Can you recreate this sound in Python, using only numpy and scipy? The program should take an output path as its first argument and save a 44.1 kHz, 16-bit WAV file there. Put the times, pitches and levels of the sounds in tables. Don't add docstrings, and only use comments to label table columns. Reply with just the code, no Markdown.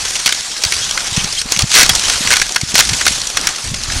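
import sys
import numpy as np
from scipy import signal
from scipy.fft import rfft, irfft
from scipy.io import wavfile
from scipy.ndimage import uniform_filter1d

SR = 44100
rng = np.random.default_rng(int(sys.argv[2]) if len(sys.argv) > 2 else 0)


def store_pcm(level_fs):
    pcm = np.round(np.clip(level_fs, -1, 1) * 32767).astype(np.int16)
    wavfile.write(sys.argv[1], SR, np.atleast_2d(pcm).T)


N = 176400
TIME = np.arange(N) / SR

# time in seconds, hiss in dB, scrape in dB.
RUNNER_PRESSURE = [(0, -20.5, -29), (0.17, -20.5, -30.5), (0.24, -20.5, -35.5), (0.38, -22.5, -33),
                   (0.53, -23, -33.5), (0.61, -24, -32.5), (0.68, -19.5, -29.9), (0.75, -19.5, -29.2),
                   (0.87, -21.5, -30), (0.95, -21.5, -26.5), (1.1, -22.5, -29.5), (1.19, -19.5, -28.5),
                   (1.28, -22.5, -28.5), (1.405, -19, -44), (1.44, -29, -34), (1.47, -26.5, -32),
                   (1.51, -20.5, -30.6), (1.545, -18.5, -28.8), (1.585, -26, -32), (1.61, -17.6, -21),
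                   (1.645, -26.2, -31.5), (1.695, -19.5, -35.5), (1.735, -10.5, -25), (1.83, -12, -19),
                   (1.875, -20.5, -25), (1.92, -16, -26.5), (1.98, -18, -27.5), (2.1, -14.5, -22.5),
                   (2.19, -18.2, -27), (2.3, -16.7, -21.5), (2.4, -19, -31), (2.45, -22.5, -36.5),
                   (2.55, -25.5, -31), (2.6, -27.5, -35), (2.645, -24.5, -38), (2.675, -26.5, -34),
                   (2.71, -18, -30.7), (2.735, -26.5, -31), (2.77, -12, -26), (2.825, -16.3, -24.9),
                   (2.86, -19.5, -29.4), (2.91, -19.6, -28), (2.98, -18.5, -28), (3.1, -19.5, -30),
                   (3.18, -20.5, -28.5), (3.29, -24.5, -35.5), (3.35, -23.7, -31), (3.44, -22.0, -25.5),
                   (3.51, -21.5, -26), (3.55, -25, -31.5), (3.68, -24.5, -32.5), (3.72, -25.5, -34.5),
                   (3.86, -25.0, -31), (3.92, -22.5, -29.5), (4.0, -19, -26)]
# time in seconds, level in dB.
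RUMBLE_LEVELS = [(0, -39), (0.06, -32.9), (0.12, -40), (0.35, -42.7), (0.6, -48), (0.75, -34.0),
                 (1.08, -36.5), (1.25, -29), (1.38, -41), (1.6, -30), (1.7, -36), (1.8, -29.4), (1.95, -29),
                 (2.3, -33.5), (2.55, -39.5), (2.7, -35), (2.8, -30), (2.93, -25), (3.0, -34.5), (3.1, -32),
                 (3.2, -37.5), (3.47, -34), (3.6, -48), (3.66, -28), (3.8, -31), (4.0, -24.5)]
# crest time in seconds, level in dB, pitch in Hz.
SLED_JOLTS = [(0.039, -25, 80), (.665, -17.5, 79), (1.126, -16.5, 110), (1.179, -3, 157), (1.246, -13, 156),
              (1.46, -18, 202), (1.575, -16, 150), (1.632, -7.5, 66), (1.641, -2, 135), (1.912, -11, 113),
              (2.21, -13.5, 210), (2.254, -17.5, 209), (2.635, -8, 120), (2.743, -11.5, 192),
              (2.934, -17.5, 99), (3.111, -15, 198), (3.646, -19, 100), (3.685, -19.5, 91),
              (3.718, -12, 119), (3.741, -15, 190), (3.964, -13.5, 75)]
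# start in seconds, level in dB, contact in seconds, extra body in dB.
FRAME_KNOCKS = [(0.05, -14.5, 0.0072, 0), (0.079, -21, 0.0019, -1), (0.105, -14, 0.0055, -5),
                (0.154, -11, 0.007, -7), (0.163, -12.5, 0.003, -1), (0.198, -15.5, 0.0048, 0),
                (0.26, -0.5, 0.0035, -3), (0.267, -6.5, 0.0033, -3), (0.2755, -6, 0.0026, 6),
                (0.291, -10, 0.0039, 4.5), (0.304, -28, 0.0023, -8), (0.3235, -4.5, 0.0034, 4.5),
                (0.346, -14.5, 0.0045, -5), (0.407, -16, 0.0028, -6), (0.566, -22, 0.0029, 2),
                (0.622, -20, 0.0076, -4), (0.6365, -6.5, 0.0044, -2.5), (0.649, -9.5, 0.0027, -8),
                (0.722, -4, 0.002, 3), (0.736, -14, 0.0091, 1), (0.892, -16, 0.0037, 0),
                (0.91, -9, 0.0021, 2), (0.975, -9, 0.0026, 9), (1.004, -17.5, 0.0036, 3),
                (1.075, -14, 0.0032, -3), (1.164, -11.5, 0.0037, -11), (1.17, -12, 0.0043, 1),
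                (1.242, -10.5, 0.004, -7), (1.325, -13, 0.0028, -14), (1.403, -26, 0.0039, -20),
                (1.414, -10.5, 0.0043, -3), (1.5205, 1.5, 0.0024, -3.5), (1.563, -10, 0.0015, 1),
                (1.572, -11, 0.0029, -6), (1.5905, -1, 0.0029, -1.5), (1.606, -13, 0.0022, -2),
                (1.621, -5.5, 0.0014, -14), (1.716, -10, 0.0031, 2), (1.83, 3, 0.0039, 4.5),
                (1.847, -11, 0.0026, -3), (1.861, -6, 0.003, -8), (1.8925, 5, 0.0051, 2),
                (1.95, -3.5, 0.0043, -17), (1.958, -6.5, 0.0031, -7), (1.995, -8.5, 0.0022, -15),
                (2.036, -12, 0.003, -3), (2.083, -9.5, 0.0023, 1), (2.098, -7, 0.0027, 4),
                (2.135, -11.5, 0.0037, 0), (2.214, -12, 0.0022, -10), (2.273, -8, 0.0032, 6),
                (2.358, -10, 0.0032, 2), (2.3665, -6, 0.005, 7.5), (2.397, -9, 0.0033, 2),
                (2.4155, -5.5, 0.0046, 9.5), (2.424, -11, 0.0039, -14), (2.465, -15, 0.0023, -2),
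                (2.492, -13.5, 0.003, -2), (2.521, -11.5, 0.0026, -12), (2.546, -12, 0.0022, -11),
                (2.56, -5, 0.0049, 9.5), (2.613, -10.5, 0.003, -5), (2.742, -10, 0.0071, -14),
                (2.7535, 0.5, 0.0037, 4), (2.779, 0, 0.0026, 0.5), (2.851, -10.5, 0.0027, -6),
                (2.89, -11, 0.0071, 2.5), (2.932, -10.5, 0.0059, 0.5), (3.01, -11.5, 0.0058, 9.5),
                (3.053, -11, 0.0062, 3.5), (3.065, 0.5, 0.0034, 6), (3.078, -4, 0.0066, -1),
                (3.216, -12, 0.0022, -11), (3.243, -25, 0.0036, -10), (3.27, -12, 0.0041, -11),
                (3.3, -11.5, 0.0032, -6), (3.37, -5, 0.0044, 7), (3.412, -11.5, 0.002, -21),
                (3.4705, -1.5, 0.0027, 3), (3.49, -13, 0.0018, 1), (3.56, -15.5, 0.0025, -1),
                (3.642, -14, 0.0017, -12), (3.672, -20, 0.0036, -13), (3.742, -15, 0.0048, -0.5),
                (3.814, -21, 0.0028, 0), (3.835, -12, 0.0017, -21), (3.899, -25, 0.0044, 16.5),
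                (3.921, -15, 0.0046, 1)]
# start and length in seconds, level in dB, extra body in dB.
FRAME_JUDDERS = [(1.74, .012, -3, 1), (1.752, .03, 2, 5), (1.7853, .036, 1.5, 3), (2.305, .036, -3.5, 8),
                 (2.7892, .02, 5.5, 0.5)]
# start in seconds, level in dB.
TOW_CLINKS = [(.637, -3.5), (.650, -8), (1.165, -17), (1.6215, -6), (1.995, -13), (2.7425, -11),
              (3.300, -22), (3.835, -20)]
# nominal pitch in Hz, level in dB, seconds to fade by 60 dB.
METAL_MODES = [(2730, -5, 0.026), (4650, -5, 0.045), (5220, 3, 0.027), (6030, 5, 0.018), (7250, -10, 0.02)]
# start and length in seconds, pitch in Hz, level in dB, wobble in Hz.
SNOW_SQUEAKS = [(0.802, 0.064, 3420, -20.5, 230), (1.127, 0.027, 3780, -21, 200),
                (1.172, 0.057, 2750, -19, 400), (1.371, 0.019, 3200, -16, 80),
                (1.386, .018, 4210, -15, 200)]
# frequency in Hz, relative level in dB.
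HISS_SPECTRUM = [(200, -20.5), (1000, -14), (2500, -4.5), (4000, -0.5), (6200, 1), (7300, -2.5),
                 (9000, -6.5), (10500, -11.5), (12500, -23.5), (15500, -46.5)]
SCRAPE_SPECTRUM = [(100, -9.5), (300, -4), (550, -2.5), (900, 0.5), (1500, 1), (2300, -2.5), (3500, -3),
                   (7000, -34), (15000, -45)]
RUMBLE_SPECTRUM = [(10, -9), (25, 9.5), (45, 3.5), (62, 4), (110, 0), (200, -4.5), (350, -15.5), (800, -31),
                   (3000, -57)]
KNOCK_SPECTRUM = [(80, -18.5), (400, -9.5), (900, -9), (1600, -5.5), (3000, 0), (4500, 0), (6000, 0.5),
                  (7500, -3.5), (10000, -9), (12500, -21.5), (16000, -60)]
# centre and width in Hz, lift in dB at body=1.
BODY_RESONANCES = [(755, 56, 5), (1070, 60, 1), (1475, 84, 4), (1638, 53, 3), (2040, 96, 2), (2130, 70, 2),
                   (2200, 60, 2), (2570, 73, 3), (3320, 70, 6.5), (3360, 120, -2), (4360, 140, 5),
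                   (5370, 84, 2.5), (5770, 120, 5.5), (6400, 760, 1), (7830, 61, -4), (8780, 260, 1)]

HISS_DB, SCRAPE_DB, RUMBLE_DB, KNOCK_DB = -1, -2, -1, -1.3
CRUNCH_PER_S, CRUNCH_DB, CRUNCH_SPREAD_DB, CRUNCH_S = 120, -4, 1.5, 0.0027
JOLT_DECAY_CYCLES, JOLT_ROUGHNESS = 0.4, 0.2
JUDDER_GAP_S, JUDDER_CONTACT_S = 0.0079, 0.0026
ATTACK_S, RELEASE_S, SNAP_DB, SNAP_S = 0.00058, 0.0018, -2, 0.0011
RING_DB, RING_RISE_S, RING_S = -8, 0.0054, 0.0067
BODY_HZ, BODY_OCTAVES, TINT_DB, TINT_STEP_HZ = 1550, 0.85, 2, 451.5
SQUEAK_RISE, SQUEAK_OCTAVE_DB = 0.037, -6
CEILING, BAND_EDGE_HZ = 0.81, 15900


def amp(db):
    return 10 ** (np.asarray(db) / 20)


def unit(x):
    return x / np.sqrt(np.mean(x ** 2) + 1e-20)


def add(mix, start, sound):
    part = mix[max(round(start * SR), 0):][:len(sound)]
    part += sound[:len(part)]


def colour(x, spectrum, body=0):
    size = 8192
    hz = np.abs(np.fft.fftfreq(size, 1 / SR))
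    point_hz, point_db = np.transpose(spectrum)
    lifts = sum(lift / (1 + (2 * (hz - centre) / width) ** 2) for centre, width, lift in BODY_RESONANCES)
    db = np.interp(np.log(hz + 1), np.log(point_hz), point_db) + body * lifts
    minimum_phase = np.exp(np.conj(signal.hilbert(np.log(amp(db)))))
    taps = np.fft.ifft(minimum_phase).real[:size // 2]
    return signal.oaconvolve(x, taps / np.linalg.norm(taps))[:len(x)]


def wander(rate_hz):
    hz = np.fft.rfftfreq(N, 1 / SR)
    return unit(irfft(rfft(rng.standard_normal(N)) * np.exp(-(hz / rate_hz) ** 2), N))


def snow_noise(patchy_db):
    cells = signal.stft(rng.standard_normal(N), nperseg=512)[2]
    bands = uniform_filter1d(rng.standard_normal(cells.shape), size=7, axis=0)
    patches = unit(uniform_filter1d(bands, size=5, axis=1))
    return unit(signal.istft(cells * amp(patchy_db * patches))[1][:N])


def runners():
    times, hiss_db, scrape_db = np.transpose(RUNNER_PRESSURE)
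    breaks = rng.random(N) < CRUNCH_PER_S / SR
    grains = breaks * amp(CRUNCH_SPREAD_DB * np.minimum(rng.exponential(1, N), 3))
    crunch = unit(np.sqrt(signal.lfilter([1], [1, -np.exp(-1 / (CRUNCH_S * SR))], grains ** 2)))
    grip = np.hypot(1, amp(CRUNCH_DB) * crunch) * amp(0.43 * wander(rate_hz=72))
    hiss = colour(grip * snow_noise(patchy_db=2), HISS_SPECTRUM, body=0.17)
    hiss *= amp(HISS_DB + np.interp(TIME, times, hiss_db))
    scrape = colour(grip * snow_noise(patchy_db=3), SCRAPE_SPECTRUM, body=0.34)
    scrape *= amp(SCRAPE_DB + np.interp(TIME, times, scrape_db))
    return hiss + scrape


def ride_rumble():
    lumpy_noise = rng.standard_normal(N) * amp(2.86 * wander(rate_hz=23))
    out = colour(lumpy_noise, RUMBLE_SPECTRUM)
    out *= amp(RUMBLE_DB + np.interp(TIME, *np.transpose(RUMBLE_LEVELS)))
    t = TIME[:SR // 10] - 1 / 20
    for crest, db, hz in SLED_JOLTS:
        swing = JOLT_ROUGHNESS * wander(rate_hz=300)[:len(t)] - np.sin(2 * np.pi * hz * t)
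        push = amp(db) * np.exp(-abs(hz * t) / JOLT_DECAY_CYCLES) * swing
        out += np.interp(TIME - crest, t, push, left=0, right=0)
    return out


def frame_knocks():
    blows = list(FRAME_KNOCKS)
    for start, length, db, body_db in FRAME_JUDDERS:
        for beat in np.arange(start, start + length, JUDDER_GAP_S):
            onset = beat + 0.00035 * rng.standard_normal()
            blows.append((onset, db + rng.standard_normal(), JUDDER_CONTACT_S, body_db))
    out, t = np.zeros(N), TIME[:2048]
    hz, tint_hz = np.fft.rfftfreq(len(t), 1 / SR), np.arange(0, SR / 2, TINT_STEP_HZ)
    body_band = np.exp(-(np.log2((hz + 1) / BODY_HZ) / BODY_OCTAVES) ** 2)
    for start, db, contact_s, body_db in blows:
        grit, ring_noise, noise = rng.standard_normal((3, len(t)))
        contact = grit * np.minimum(t / ATTACK_S, 1) * np.exp(-np.maximum(t - contact_s, 0) / RELEASE_S)
        snap = amp(SNAP_DB) * np.diff(noise, prepend=0) * np.exp(-t / SNAP_S)
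        ring = unit(irfft(rfft(ring_noise) * (body_band + 0.18)))
        ring *= amp(RING_DB) * np.minimum(t / RING_RISE_S, 1) * np.exp(-t / RING_S)
        tint = unit(amp(TINT_DB * np.interp(hz, tint_hz, noise[-len(tint_hz):])))
        blow = irfft(rfft(contact + snap + ring) * amp(body_db * body_band) * tint)
        add(out, start, amp(db) * blow)
    return amp(KNOCK_DB) * colour(out, KNOCK_SPECTRUM, body=1.26)


def tow_line_clinks():
    out, t = np.zeros(N), TIME[:SR // 20]
    for start, db in TOW_CLINKS:
        ring = np.zeros(len(t))
        for hz, mode_db, t60 in METAL_MODES:
            cycles = hz * rng.uniform(0.87, 1.02) * t + rng.random()
            ring += amp(mode_db - 60 * t / t60) * np.sin(2 * np.pi * cycles)
        tap = rng.standard_normal(len(t)) * np.exp(-t / 0.00076)
        add(out, start, amp(db) * (0.62 * ring + 0.22 * tap))
    return out


def snow_squeaks():
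    out = np.zeros(N)
    for start, length, hz, db, wobble_hz in SNOW_SQUEAKS:
        t = np.arange(0, length, 1 / SR)
        pitch = hz * (1 + SQUEAK_RISE * (t / length - 0.5)) + wobble_hz * wander(rate_hz=790)[:len(t)]
        phase = 2 * np.pi * np.cumsum(pitch) / SR
        tone = np.sin(phase) + amp(SQUEAK_OCTAVE_DB) * np.sin(2 * phase)
        flutter = amp(3 * wander(rate_hz=410)[:len(t)])
        add(out, start, amp(db) * unit(tone * flutter) * np.sin(np.pi * t / length))
    return out


def scene():
    return (runners() + ride_rumble() + frame_knocks() + tow_line_clinks() + snow_squeaks())[None]


def record(dry):
    clipped = np.clip(dry, -CEILING, CEILING)
    lowpass = signal.firwin(511, BAND_EDGE_HZ, window=("kaiser", 8), fs=SR)
    return signal.oaconvolve(clipped, lowpass[None], "same")


dry = scene()
out = record(dry)
store_pcm(out)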